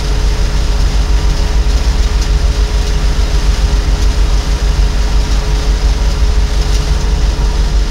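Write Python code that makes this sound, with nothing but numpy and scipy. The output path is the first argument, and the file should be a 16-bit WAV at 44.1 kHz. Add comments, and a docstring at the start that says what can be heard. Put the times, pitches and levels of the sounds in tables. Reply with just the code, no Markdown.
"""Bale shredder in an open yard

A six-cylinder diesel tractor turns a bale shredder, some way off from a camera's single microphone.
The exhaust drones, the blower's paddles throb against it and straw rattles through the steel chute
in clumps. A second engine farther away revs up twice. Near the end the microphone turns aside."""
import sys
import numpy as np
from scipy import signal
from scipy.fft import rfft, irfft, next_fast_len
from scipy.io import wavfile
from scipy.ndimage import uniform_filter1d, map_coordinates

SR = 44100
rng = np.random.default_rng(int(sys.argv[2]) if len(sys.argv) > 2 else 0)


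def to_wav(s):
    """Save 16-bit WAV."""
    ch = np.atleast_2d(s).T  # columns
    pcm = np.round(np.clip(ch, -1, 1) * 32767)  # PCM
    wavfile.write(sys.argv[1], SR, pcm.astype(np.int16))


N = 348390

# Modes of the steel chute. Each row: frequency in Hz, seconds to die away by 60 dB, relative level in dB.
CHUTE_MODES = [(2120, 0.043, -4.5), (2487, 0.042, -1.5), (2872, 0.075, 0), (3610, 0.043, -9.5),
               (3800, 0.061, -0.5), (4150, 0.053, -1.5), (4650, 0.045, -1), (5040, 0.062, 2),
               (5180, 0.056, -2), (5440, .04, 0.5), (5730, 0.048, 0), (6180, 0.047, -1.5), (6790, .03, 0),
               (9370, 0.035, -12.5), (9800, .03, -20), (11600, .03, -14.5)]


def amp(db):
    """Gain of a level in dB."""
    return 10 ** (np.asarray(db) / 20)


def unit(x):
    """x at rms 1."""
    return x / np.sqrt(np.mean(x ** 2) + 1e-20)


def curve(points):
    """(seconds, value) points joined by straight lines, one value a sample."""
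    seconds, values = np.transpose(points)
    return np.interp(np.arange(N) / SR, seconds, values)


def wobble(rate):
    """A smooth random curve, rate knots a second."""
    knots = rng.standard_normal(int(N * rate / SR) + 4)
    return map_coordinates(knots, [np.arange(N) * rate / SR])


def filtered(x, response):
    """x through a filter whose gain is response(Hz)."""
    size = next_fast_len(N + 8192)
    return irfft(rfft(x, size) * response(np.fft.rfftfreq(size, 1 / SR)), size)[..., :N]


def coloured(x, spectrum):
    """x shaped by (Hz, dB) points on a log frequency axis, at rms 1."""
    hz, db = np.transpose(spectrum)
    return unit(filtered(x, lambda f: amp(np.interp(np.log(f + 1), np.log(hz + 1), db))))


def phase_of(hz):
    """Angle in radians run through at a changing rate."""
    return 2 * np.pi * np.cumsum(hz) / SR


def tone(phase, db):
    """A sine of the given rms level with a random starting phase."""
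    return np.sqrt(2) * amp(db) * np.sin(phase + rng.uniform(0, 2 * np.pi))


def patchy_noise(depth_db):
    """White noise with patches of random gain in time and frequency."""
    spectra = signal.stft(rng.standard_normal(N), nperseg=512)[2]
    patches = uniform_filter1d(rng.standard_normal(spectra.shape), size=8, axis=0)
    patches = uniform_filter1d(patches, size=8, axis=1)
    return signal.istft(spectra * amp(depth_db * unit(patches)), nperseg=512)[1][:N]


def yard(x):
    """Echoes off ground and wall cancel the direct sound in a few narrow bands."""
    # Each row: centre in Hz, width in Hz, gain at the centre in dB.
    valleys = [(370, 31, -11), (853, 25, -6), (1080, 32, -5), (1544, 54, -3), (2255, 150, -4),
               (2540, 56, -2.5)]
    return filtered(x, lambda f: amp(sum(db / (1 + (2 * (f - hz) / width) ** 2)
                                         for hz, width, db in valleys)))


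def off_axis(x, gain_db, above_hz):
    """The microphone hears less of the higher range once it points elsewhere."""
    highs = filtered(x, lambda f: f ** 2 / (f ** 2 + above_hz ** 2))
    return x + (amp(gain_db) - 1) * highs


def far_engine():
    """Only the firing tone carries this far; each pull starts low and climbs ever more slowly."""
    # Each row: start of a pull in seconds, time constant in seconds.
    pulls = [(1.5, .9), (5.298, 1.1)]
    # Each row: time in seconds, level in dB.
    levels = [(0, -38), (1.2, -22), (1.45, -26), (1.65, -15), (2.4, -23), (2.9, -27), (4, -23), (4.6, -30),
              (5.8, -35), (6.3, -21.5), (7.2, -20), (7.9, -38)]
    low_hz, full_hz = 54.94, 75.36
    t = np.arange(N) / SR
    firing_hz = np.full(N, full_hz)
    for start, lag in pulls:
        climb_hz = full_hz - (full_hz - low_hz) * np.exp(-np.maximum(t - start, 0) / lag)
        firing_hz = np.where(t < start, firing_hz, climb_hz)
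    return tone(phase_of(firing_hz + 0.43 * wobble(6)), curve(levels) + 0.8 * wobble(5.3))


def panel_hum():
    """Panels and drive line hum: noise ringing in narrow resonances."""
    # Each row: centre in Hz, width in Hz, level in dB.
    resonances = [(95.4, 2.7, -39), (151.4, 6.1, -32), (564.6, 20, -41.5), (716.7, 18, -47), (913, 22, -45),
                  (956, 13, -41.5), (1192, 28, -46), (1379, 42, -45), (1723, 63, -52.5), (3700, 140, -52.5),
                  (5020, 300, -41.5)]
    hum = np.zeros(N)
    for hz, width, db in resonances:
        band = filtered(rng.standard_normal(N), lambda f: 1 / (1 + (2 * (f - hz) / width) ** 2))
        hum += amp(db) * unit(band)
    return hum


def roar(paddle_phase):
    """Broad noise of engine and air that swells as each paddle passes the outlet."""
    # Each row: frequency in Hz, relative level in dB.
    spectrum = [(8, -32), (25, -7), (55, -1), (80, -7), (100, -16), (150, -15), (200, -22), (360, -21),
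                (600, -25), (860, -23.5), (1000, -25), (1500, -30), (2300, -31), (5000, -58.5)]
    level_db = -20 + 0.44 * np.sin(paddle_phase) + 0.45 * wobble(5)
    return amp(level_db) * coloured(patchy_noise(depth_db=0.57), spectrum)


def chute(blows):
    """The steel rings in each mode under that mode's own row of blows."""
    t = np.arange(SR // 8) / SR
    rings = np.array([amp(db - 60 * t / t60) * np.sin(2 * np.pi * hz * t) for hz, t60, db in CHUTE_MODES])
    return signal.fftconvolve(blows, rings, axes=1)[:, :N].sum(axis=0)


def pings(hits_per_s=40):
    """Hard bits of stalk and grit strike the chute at random spots, each waking one mode."""
    shape = (len(CHUTE_MODES), N)
    blows = (rng.random(shape) < hits_per_s / SR) * rng.standard_normal(shape)  # that rate for each mode
    return amp(-39) * unit(chute(blows))


def straw(firing_phase, paddle_phase):
    """Stalks hiss on steel, louder as tufts pass, pulsing with the paddles and the engine's shake."""
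    # Straw fed into the chute. Each row: time in seconds, dB about the mean.
    feed = [(0, 0.9), (1.45, -0.3), (1.9, -0.1), (2.4, -0.2), (3.5, 1), (3.94, 0), (4.4, 0.8), (6.35, -.5),
            (6.6, 1), (6.85, 1.5), (7.05, -0.9), (7.5, 0), (7.9, -.5)]
    # Colours of stalks on steel and of fine spray. Each row: frequency in Hz, relative level in dB.
    stalk_spectrum = [(880, -12.5), (1500, -1), (2030, -2.5), (2300, -4), (2830, -1.5), (4360, -2),
                      (5150, -0.5), (6380, -4), (7500, -12.5), (9000, -22), (15000, -60)]
    spray_spectrum = [(6000, -32), (7500, -0.5), (9400, -0.5), (11500, -5.5), (13500, -11), (15700, -31)]
    feed_db = curve(feed)
    tufts_db = 0.54 * wobble(11) + .5 * wobble(25) + .5 * wobble(70)
    pulse_db = .5 * np.sin(paddle_phase) + .5 * np.sin(firing_phase) + 0.11 * np.sin(firing_phase / 3)
    ticks = unit((rng.random(N) < 900 / SR) * rng.standard_normal(N))  # about 900 a second
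    stalks = coloured(unit(patchy_noise(depth_db=0.18)) + 0.28 * ticks, stalk_spectrum)
    spray = coloured(unit(patchy_noise(depth_db=0.6)) + 0.26 * ticks, spray_spectrum)
    stalks_db = -29 + feed_db + tufts_db
    spray_db = -46 + 2.1 * feed_db + 1.05 * tufts_db + 0.34 * wobble(5.9)  # swings wider than the feed
    return amp(pulse_db) * (amp(stalks_db) * stalks + amp(spray_db) * spray)


def clumps(small_count=16, rise_s=0.01, lead_s=.004):
    """Each clump is a gritty burst that rises fast, thins out and rings the chute."""
    # Each row: time in seconds, level in dB, frequency that rings most in Hz.
    big_clumps = [(0.8016, -24, 5450), (1.297, -23.5, 6270), (1.368, -24.5, 5140), (1.6904, -27, 3765),
                  (1.706, -27, 5770), (1.768, -22, 5800), (1.837, -29, 5020), (2.0264, -21.5, 3776),
                  (2.2165, -19, 6170), (2.737, -29, 5060), (2.813, -24, 5096), (2.8664, -21, 3800),
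                  (3.213, -28, 5150), (4.019, -20, 5434), (4.3744, -27.5, 5400), (4.43, -29, 6200),
                  (5.1995, -26, 5220), (5.311, -22, 5710), (5.843, -30, 4070), (6.106, -22, 3993),
                  (6.6144, -22.5, 5210), (6.7276, -25, 5940), (6.7454, -19, 5620), (6.823, -26, 4460),
                  (7.003, -25, 4850), (7.2943, -27.5, 4970), (7.44, -28, 5620)]
    small_times = lead_s + rng.random(small_count) * N / SR
    level_scatter, pitch_scatter = rng.standard_normal((small_count, 2)).T
    small_clumps = np.c_[small_times, -33.5 - 2 * level_scatter, 5130 + 250 * pitch_scatter]
    hits = np.vstack([big_clumps, small_clumps])
    modes_hz = np.array(CHUTE_MODES)[:, :1]
    landings_db = rng.normal(0, 1.8, (len(hits), len(modes_hz), 1))  # where it lands favours some modes
    envelope = np.zeros(N + SR)
    mode_drive = np.zeros((len(modes_hz), N + SR))
    age = np.arange(SR // 4) / SR / rise_s  # in rise times
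    for (time, db, hz), landing_db in zip(hits, landings_db):
        burst = amp(db) * age * np.exp(1 - age)
        start = max(round((time - lead_s) * SR), 0)
        span = slice(start, start + len(burst))
        envelope[span] += burst
        emphasis_db = 8 / (1 + ((modes_hz - hz) / 200) ** 2)
        mode_drive[:, span] += burst * amp(landing_db + emphasis_db)
    grit = rng.standard_normal((2, N)) * amp(1.2 * wobble(900))
    crunch = coloured(grit[0], [(1200, -31), (2500, -4.5), (5000, 1.0), (6800, -1.5), (8500, -21.0)])
    snap = coloured(grit[1], [(6000, -30), (8500, 0), (11000, -7), (13000, -19), (15700, -40)])
    ring = chute(mode_drive[:, :N] * rng.standard_normal((len(modes_hz), N)))
    return envelope[:N] * (amp(-6.5) * crunch + amp(-22) * snap) + amp(-39.5) * ring


def blower(paddle_phase):
    """Six unequal paddles on a flywheel throb at multiples of its turning rate."""
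    # Each row: multiple of the flywheel's rate, level in dB.
    orders = [(3, -47), (5, -38), (6, -20.5), (7, -34), (8, -53), (9, -54), (12, -17.5), (15, -25.5),
              (18, -29), (21, -45), (24, -38), (50, -42)]
    flywheel_phase = paddle_phase / 6
    return sum(tone(order * flywheel_phase, db + 1.2 * wobble(2.88)) for order, db in orders)


def exhaust(firing_phase):
    """The tractor's exhaust drones at orders of the firing rate, each wavering in strength."""
    # Each row: multiple of the firing rate, level in dB, unsteadiness in dB.
    orders = [(.5, -50, 11), (1, -13, 0.5), (2.5, -39.5, 5.5), (3, -32, 4.5), (4, -34.5, -0.5),
              (5, -43.5, 5), (6, -37.5, 2.5), (7, -38.5, 4), (9, -31.5, 2), (10, -45, 1), (12, -61, 6)]
    return sum(tone(order * firing_phase, db + waver_db * np.tanh(wobble(9) + 0.44 * wobble(2.97)))
               for order, db, waver_db in orders)


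def scene():
    """The machines across the yard, heard by one microphone that turns away at the end."""
    # Tractor speed. Each row: time in seconds, firings a second.
    firing_rates = [(0, 46.84), (.2, 46.66), (.7, 46.14), (1.15, 46.5), (2.1, 46.59), (2.7, 46.33),
                    (3.1, 46.17), (3.65, 45.8), (4.15, 46.24), (4.6, 46), (5.1, 46.85), (5.5, 46.9),
                    (6.1, 46.53), (6.6, 46.75), (7.9, 46.87)]
    # Blower speed. Each row: time in seconds, paddle passes a second.
    paddle_rates = [(0, 26.69), (3.5, 26.53), (5, 26.21), (7.9, 26.35)]
    governor_hunt_hz = 0.082 * wobble(7)
    firing_phase = phase_of(curve(firing_rates) + governor_hunt_hz)
    paddle_phase = phase_of(curve(paddle_rates))
    away = curve([(6.1, 0), (7.9, 1)])  # 0 facing the shredder, 1 turned aside
    drone = exhaust(firing_phase) + blower(paddle_phase) + far_engine()
    air = off_axis(roar(paddle_phase), gain_db=-6.5 * away, above_hz=1800)
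    steel = off_axis(panel_hum() + pings(), gain_db=-1 * away, above_hz=1500)
    rattle = amp(-.8 * away) * straw(firing_phase, paddle_phase)
    return yard(drone + air + steel + rattle + clumps())[None]


def record(dry):
    """The camera rounds off peaks, adds hiss and whine, dips near half its line rate and limits the band."""
    # Line whine and its field sidebands. Each row: frequency in Hz, level in dB.
    whine_tones = [(15614, -77), (15674, -77), (15734, -69)]
    dip_hz, dip_width_hz = 7850, 270
    low_cut_hz, top_hz = 8, 15750
    ceiling = np.where(dry > 0, 1.15, .95)  # downward peaks round off sooner
    rounded = dry / (1 + np.abs(dry / ceiling) ** 5) ** (1 / 5)
    whine = sum(tone(2 * np.pi * hz * np.arange(N) / SR, db) for hz, db in whine_tones)
    hiss = amp(-59) * rng.standard_normal(N)
    dipped = filtered(rounded + hiss,
                      lambda f: np.hypot(f - dip_hz, 20) / np.hypot(f - dip_hz, dip_width_hz / 2))
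    return filtered(dipped + whine, lambda f: (f < top_hz) * f ** 2 / (f ** 2 + low_cut_hz ** 2))


dry = scene()
out = record(dry)
to_wav(out)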